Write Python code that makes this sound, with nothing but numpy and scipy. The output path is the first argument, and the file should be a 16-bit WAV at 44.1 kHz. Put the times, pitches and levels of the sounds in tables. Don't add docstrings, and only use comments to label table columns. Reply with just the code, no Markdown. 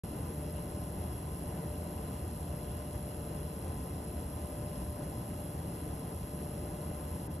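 import sys
import numpy as np
from scipy import signal
from scipy.fft import rfft, irfft
from scipy.io import wavfile

SR = 44100
rng = np.random.default_rng(int(sys.argv[2]) if len(sys.argv) > 2 else 0)


def wav_out(sig):
    wavfile.write(sys.argv[1], SR, np.round(np.clip(np.atleast_2d(sig).T, -1, 1) * 32767).astype(np.int16))


N = 326340
TIME, FREQ = np.arange(N) / SR, np.fft.rfftfreq(N, 1 / SR)
LOAD_HZ = 143.92


def amp(db):
    return 10 ** (np.asarray(db) / 20)


def unit(x):
    return x / np.sqrt(np.mean(x ** 2) + 1e-20)


def across(points):
    hz, value = np.transpose(points)
    return np.interp(np.log(FREQ + 1), np.log(hz + 1), value)


def bell(hz, width):
    return 1 / (1 + (2 * (FREQ - hz) / width) ** 2)


def modes(table):
    return np.sqrt(sum((amp(db) * bell(hz, width)) ** 2 for hz, width, db in table))


def drift(per_s):
    steps = TIME[::64]
    hz = np.fft.rfftfreq(len(steps), steps[1])
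    slow = rfft(rng.standard_normal(len(steps))) * np.exp(-(hz / per_s) ** 2) * (hz > 0)
    return np.interp(TIME, steps, unit(irfft(slow, len(steps))))


def ring(x, gain):
    log_gain = np.log(np.maximum(gain, 1e-5))
    cepstrum = irfft(log_gain, N) * (1 + np.sign(N / 2 - np.arange(N)))
    return irfft(rfft(x) * np.exp(log_gain + 1j * rfft(cepstrum).imag), N)


# (f/Hz, lead/radians)
LEFT_LEAD = [(230, 0), (430, 0.17), (600, 0.66), (690, 0.62), (850, 1.84), (950, 1.5), (1035, 1.7),
             (1130, 4.5), (1250, 5.5), (1500, 5.5), (1800, 6.3), (2040, 6.3), (2350, 6), (2670, 7.5),
             (2890, 6.1), (3000, 8.7), (3130, 6.4), (3420, 6.4), (3580, 8.4), (3720, 6.6), (4000, 6.9),
             (4190, 5.7), (4330, 8.6), (4450, 8.1), (4650, 8.3), (4830, 9.4), (5200, 11), (5600, 12.5),
             (6500, 12.8), (7050, 13.9), (8000, 14.8), (8700, 15.65), (9550, 15.75), (9750, 16.2),
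             (10400, 16.9), (11250, 17.7), (11900, 18.7), (13200, 18.9), (13600, 19.4)]
# (f/Hz, likeness/0-1)
LIKENESS = [(220, 1), (320, .96), (520, .88), (600, .93), (750, .52), (840, .85), (930, .4), (1030, .8),
            (1200, .35), (1500, .76), (1800, 1), (2040, .98), (2430, .15), (2700, .75), (2870, .9),
            (2960, .35), (3300, .87), (3600, .4), (3850, .35), (4060, .86), (4250, .3), (4450, .65),
            (4700, .45), (4880, .92), (5400, .72), (5700, 1), (6250, .98), (6900, .65), (7100, .82),
            (7800, .62), (8200, .92), (8800, 1), (9550, 1), (9950, .78), (10400, .91), (10850, .97),
            (11600, .89), (12000, .97), (13200, .97), (13600, .72)]
# (f/Hz, level/dB)
LEFT_LOUDER = [(230, 0), (300, 1.5), (430, 3.5), (550, 5), (710, 0), (860, 1), (920, 5.5), (1050, 7),
               (1150, 1.5), (1320, 3.5), (1520, 3.3), (1680, -0.5), (2020, 0), (2150, -3.3), (2470, -2.5),
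               (2570, 5), (2760, 3), (2930, -7), (3060, 1.5), (3300, -1), (3530, -5.5), (3700, 0),
               (4200, -2), (4420, 4.5), (5000, -2), (5400, 1), (5700, -1)]

def stereo(direct, scattered, bass_apart=0.033):
    side = np.array([[1], [-1]])
    apart = np.clip(1 + bass_apart - np.exp(-(FREQ / 220) ** 4), 0, 1)
    same = 1 - apart * (1 - np.clip(across(LIKENESS), 0, 1))
    pair = np.sqrt((1 + same) / 2) * rfft(direct) + side * np.sqrt((1 - same) / 2) * rfft(scattered)
    lean = amp(side * apart * across(LEFT_LOUDER) / 2)
    lean = lean / np.sqrt(np.mean(lean ** 2, axis=0))
    right_lag = np.exp(1j * np.array([[0], [-1]]) * apart * across(LEFT_LEAD))
    return irfft(pair * lean * right_lag, N)


# (f/Hz, relative level/dB)
AIR_COLOUR = [(20, -23), (38, -14.5), (68, -0.5), (102, -5.5), (175, -4.5), (230, -8), (310, -11),
              (420, -14.5), (660, -17), (900, -20.5), (1300, -28.5), (2000, -36), (3000, -44), (14000, -54)]
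# (f/Hz, width/Hz, boost/dB)
CASE_RESONANCES = [(98, 11, -3.5), (138, 12, -2), (242, 21, -2.5), (590, 100, 1.4), (661, 45, -5.5),
                   (700, 91, 3), (823, 44, 3), (1017, 86, 5.5), (1170, 53, -2), (1225, 78, 2),
                   (1360, 55, -1), (1460, 32, 4.5), (2020, 130, 4.5)]

def rushing_air(level_db=-42, gust_db=0.7, gusts_per_s=7):
    colour = amp(across(AIR_COLOUR) + sum(db * bell(hz, width) for hz, width, db in CASE_RESONANCES))
    rush = unit(ring(rng.standard_normal((2, N)), colour))
    gusts = amp(gust_db * drift(gusts_per_s))
    return amp(level_db) * stereo(*(rush * gusts))


# (multiple of the blade rate, main fan's level/dB, twin's relative strength)
TWIN_TONES = [(1, -53, -0.038), (2, -66.5, 0.17), (3, -63, 0.9), (4, -56.5, 0.58), (5, -72.5, 0.4),
              (6, -80, 0.086), (7, -66.5, -0.42), (8, -78, 0.3)]
# (t/s, extra f/Hz)
TWIN_EXTRA_SPEED = [(0, 0.32), (1.8, 0.2), (3, 0.17), (4.9, 0.1), (7.4, 0.18)]
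# (f/Hz, level/dB)
CASE_HUMS = [(58.5, -54.5), (69.3, -52.5), (80.7, -49), (84.8, -54), (107.7, -55), (119.8, -53),
             (150.7, -56), (168.9, -54.5), (187.1, -57), (219, -69.5), (258.4, -59), (281, -66),
             (290, -65.5), (301.5, -59.5), (312.5, -66), (350.6, -60.5), (467, -68.5), (615.7, -70.5),
             (642, -73), (753, -72)]

def fan_tones(blade_hz=148.43, in_step_s=1.675, speed_wander=0.00026, hum_wander=0.001396,
              blade_flutter_db=0.63, hum_flutter_db=1.1):
    blade_passes = np.cumsum(blade_hz * (1 + speed_wander * drift(1.12))) / SR
    lead = np.cumsum(np.interp(TIME, *np.transpose(TWIN_EXTRA_SPEED))) / SR
    lead -= np.interp(in_step_s, TIME, lead)
    tracks = []
    for multiple, db, twin in TWIN_TONES:
        beating = 1 + twin * np.exp(2j * np.pi * round(multiple) * lead)
        tracks.append((round(multiple) * blade_passes, amp(db + blade_flutter_db * drift(5.9)) * beating))
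    for hz, db in CASE_HUMS:
        cycles = np.cumsum(hz * (1 + hum_wander * drift(1.0))) / SR
        tracks.append((cycles, amp(db + hum_flutter_db * drift(2.7))))
    tones = sum(gain * np.exp(2j * np.pi * (cycles + rng.random())) for cycles, gain in tracks)
    return np.sqrt(2) * stereo(tones.real, tones.imag)


CURRENT_SURGES = [(.69, .06, .85), (.8, .07, .52), (.43, .05, .45), (.56, .06, .22), (.02, .17, .42)]
# (f/Hz, depth/0-1)
CURRENT_RIPPLES = [(2.99, .035), (83.89, .065), (93.67, .12)]

def coil_drive(idle=0.69, uneven_db=1.1, jitter_s=.00001):
    cycles = TIME * LOAD_HZ
    cycle = cycles.astype(int)
    size, delay = rng.standard_normal((cycle[-1] + 1, 2)).T
    surges = sum(height * np.exp(-(((cycles - place + .5) % 1 - .5) / width) ** 2)
                 for place, width, height in CURRENT_SURGES)
    ripple = sum(depth * np.sin(2 * np.pi * (hz * TIME + rng.random())) for hz, depth in CURRENT_RIPPLES)
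    current = unit((idle + surges * amp(uneven_db * size[cycle])) * (1 + ripple))
    samples_from_tick = ((cycles % 1 - CURRENT_SURGES[0][0]) / LOAD_HZ + jitter_s * delay[cycle]) * SR
    ticks = unit(np.sinc(samples_from_tick) * np.exp(-(samples_from_tick / 10) ** 2))
    return current, ticks


# (f/Hz, width/Hz, relative level/dB)
CORE_RINGS = [(2642, 162, -9.5), (2757, 130, -10), (2849, 88, -7.5), (3070, 200, -15.5), (3290, 180, -12),
              (3490, 190, -13.5), (3760, 60, -20), (3870, 60, -18), (4048, 146, -11), (4210, 80, -15.5),
              (4450, 150, -13.5), (4600, 70, -16), (5030, 116, -10), (5177, 110, -10.5), (5300, 120, -11.5),
              (5465, 76, -22), (5745, 200, -15)]
# (f/Hz, width/Hz, relative level/dB)
WIRE_RINGS = [(7050, 190, -13.5), (7310, 240, -13), (7630, 240, -15.5), (8130, 100, -10.5), (8255, 125, -3),
              (8370, 115, -5), (8485, 100, -5.5), (8640, 110, -10.5), (8900, 120, -12), (9070, 140, -7.5),
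              (9280, 240, -7.5), (10330, 330, -6.3), (10700, 280, -1), (10950, 270, 1), (11210, 380, 1),
              (11550, 230, -7), (11910, 300, -10.3), (13600, 450, -16.3)]
# (f/Hz, relative level/dB)
WIRE_SIZZLE = [(800, -49), (2300, -19), (4700, -23.5), (5600, -20.5), (6400, -20.5), (8000, -15),
               (10000, -11.5), (12400, -19.5), (13200, -22), (14000, -41)]

def coil_buzz(level_db=-52, core_tick=0.14, core_rattle=0.96, wire_tick=0.27,
              core_waver_db=-0.16, wire_waver_db=0.15, core_follow=.6):
    current, ticks = coil_drive()
    cores = core_tick * ticks + core_rattle * current * rng.standard_normal((2, N))
    cores *= amp(core_waver_db * drift(13))
    wire = wire_tick * ticks + current * rng.standard_normal((2, N))
    wire *= amp(wire_waver_db * drift(7))
    load = current_drawn()
    rasp = ring(cores * load ** core_follow, modes(CORE_RINGS))
    sizzle = ring(wire * load, np.hypot(modes(WIRE_RINGS), amp(across(WIRE_SIZZLE))))
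    return amp(level_db) * stereo(*unit(core_swells(rasp) + sizzle))


# (multiple of the pulse rate, level/dB)
WHINE_TONES = [(18, -83.5), (20, -79.5), (23, -84.5), (35, -87), (36, -79), (39, -91), (45, -94)]

def coil_whine(waver_db=2.0, wavers_per_s=5):
    tones = 0
    for multiple, db in WHINE_TONES:
        gain = amp(db + waver_db * drift(wavers_per_s))
        tones += gain * np.exp(2j * np.pi * (round(multiple) * LOAD_HZ * TIME + rng.random()))
    tones *= current_drawn()
    return np.sqrt(2) * stereo(tones.real, tones.imag)


# (f/Hz, relative level/dB)
RUMBLE_COLOUR = [(20, -17), (50, -16), (85, 6), (120, -14), (160, 9), (250, 4), (500, -37)]

def rumble(level_db=-70.5):
    colour = amp(across(RUMBLE_COLOUR)) * (FREQ < RUMBLE_COLOUR[-1][0])
    return amp(level_db) * unit(irfft(rfft(rng.standard_normal((2, N))) * colour, N))


# (t/s, boost/dB)
LOW_RING_BOOST = [(0, 2.5), (3.4, 5), (4, 0), (7.4, 1.5)]
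# (t/s, half-length/s, f/Hz, boost/dB)
HARD_RASPS = [(0.578, .028, 3000, 6), (2.703, 0.029, 3200, 5.5), (5.81, .026, 3430, 4.5),
              (6.91, 0.027, 2870, 3)]

def core_swells(rasp, low_hz=2970, low_width_hz=150, rasp_width_hz=740):
    swells = [(low_hz, low_width_hz, np.interp(TIME, *np.transpose(LOW_RING_BOOST)))]
    for at_s, half_s, hz, db in HARD_RASPS:
        swells.append((hz, rasp_width_hz, db * np.exp(-((TIME - at_s) / half_s) ** 2)))
    for hz, width, boost_db in swells:
        band = irfft(rfft(rasp) * bell(hz, width), N)
        rasp = rasp + band * (amp(boost_db) - 1)
    return rasp


# (t/s, length/s, change in level/dB)
CURRENT_LULLS = [(7.272, 0.017, -17), (7.367, 0.02, -7)]

def current_drawn(fall_s=0.0064, recover_s=0.02):
    change_db = 0
    for start_s, length_s, db in CURRENT_LULLS:
        falling = (TIME - start_s) / fall_s
        recovering = 1 - (TIME - start_s - length_s) / recover_s
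        change_db += db * np.clip(np.minimum(falling, recovering), 0, 1)
    return amp(change_db)


def scene():
    return rushing_air() + fan_tones() + coil_buzz() + coil_whine() + rumble()


def record(dry, start_s=.035, fade_s=.002, cutoff_hz=13830):
    opened = dry * np.clip((TIME - start_s) / fade_s, 0, 1)
    low_pass = signal.firwin(801, cutoff_hz, window=("kaiser", 9), fs=SR)
    return signal.oaconvolve(opened, low_pass[None], "same", axes=1)


dry = scene()
out = record(dry)
wav_out(out)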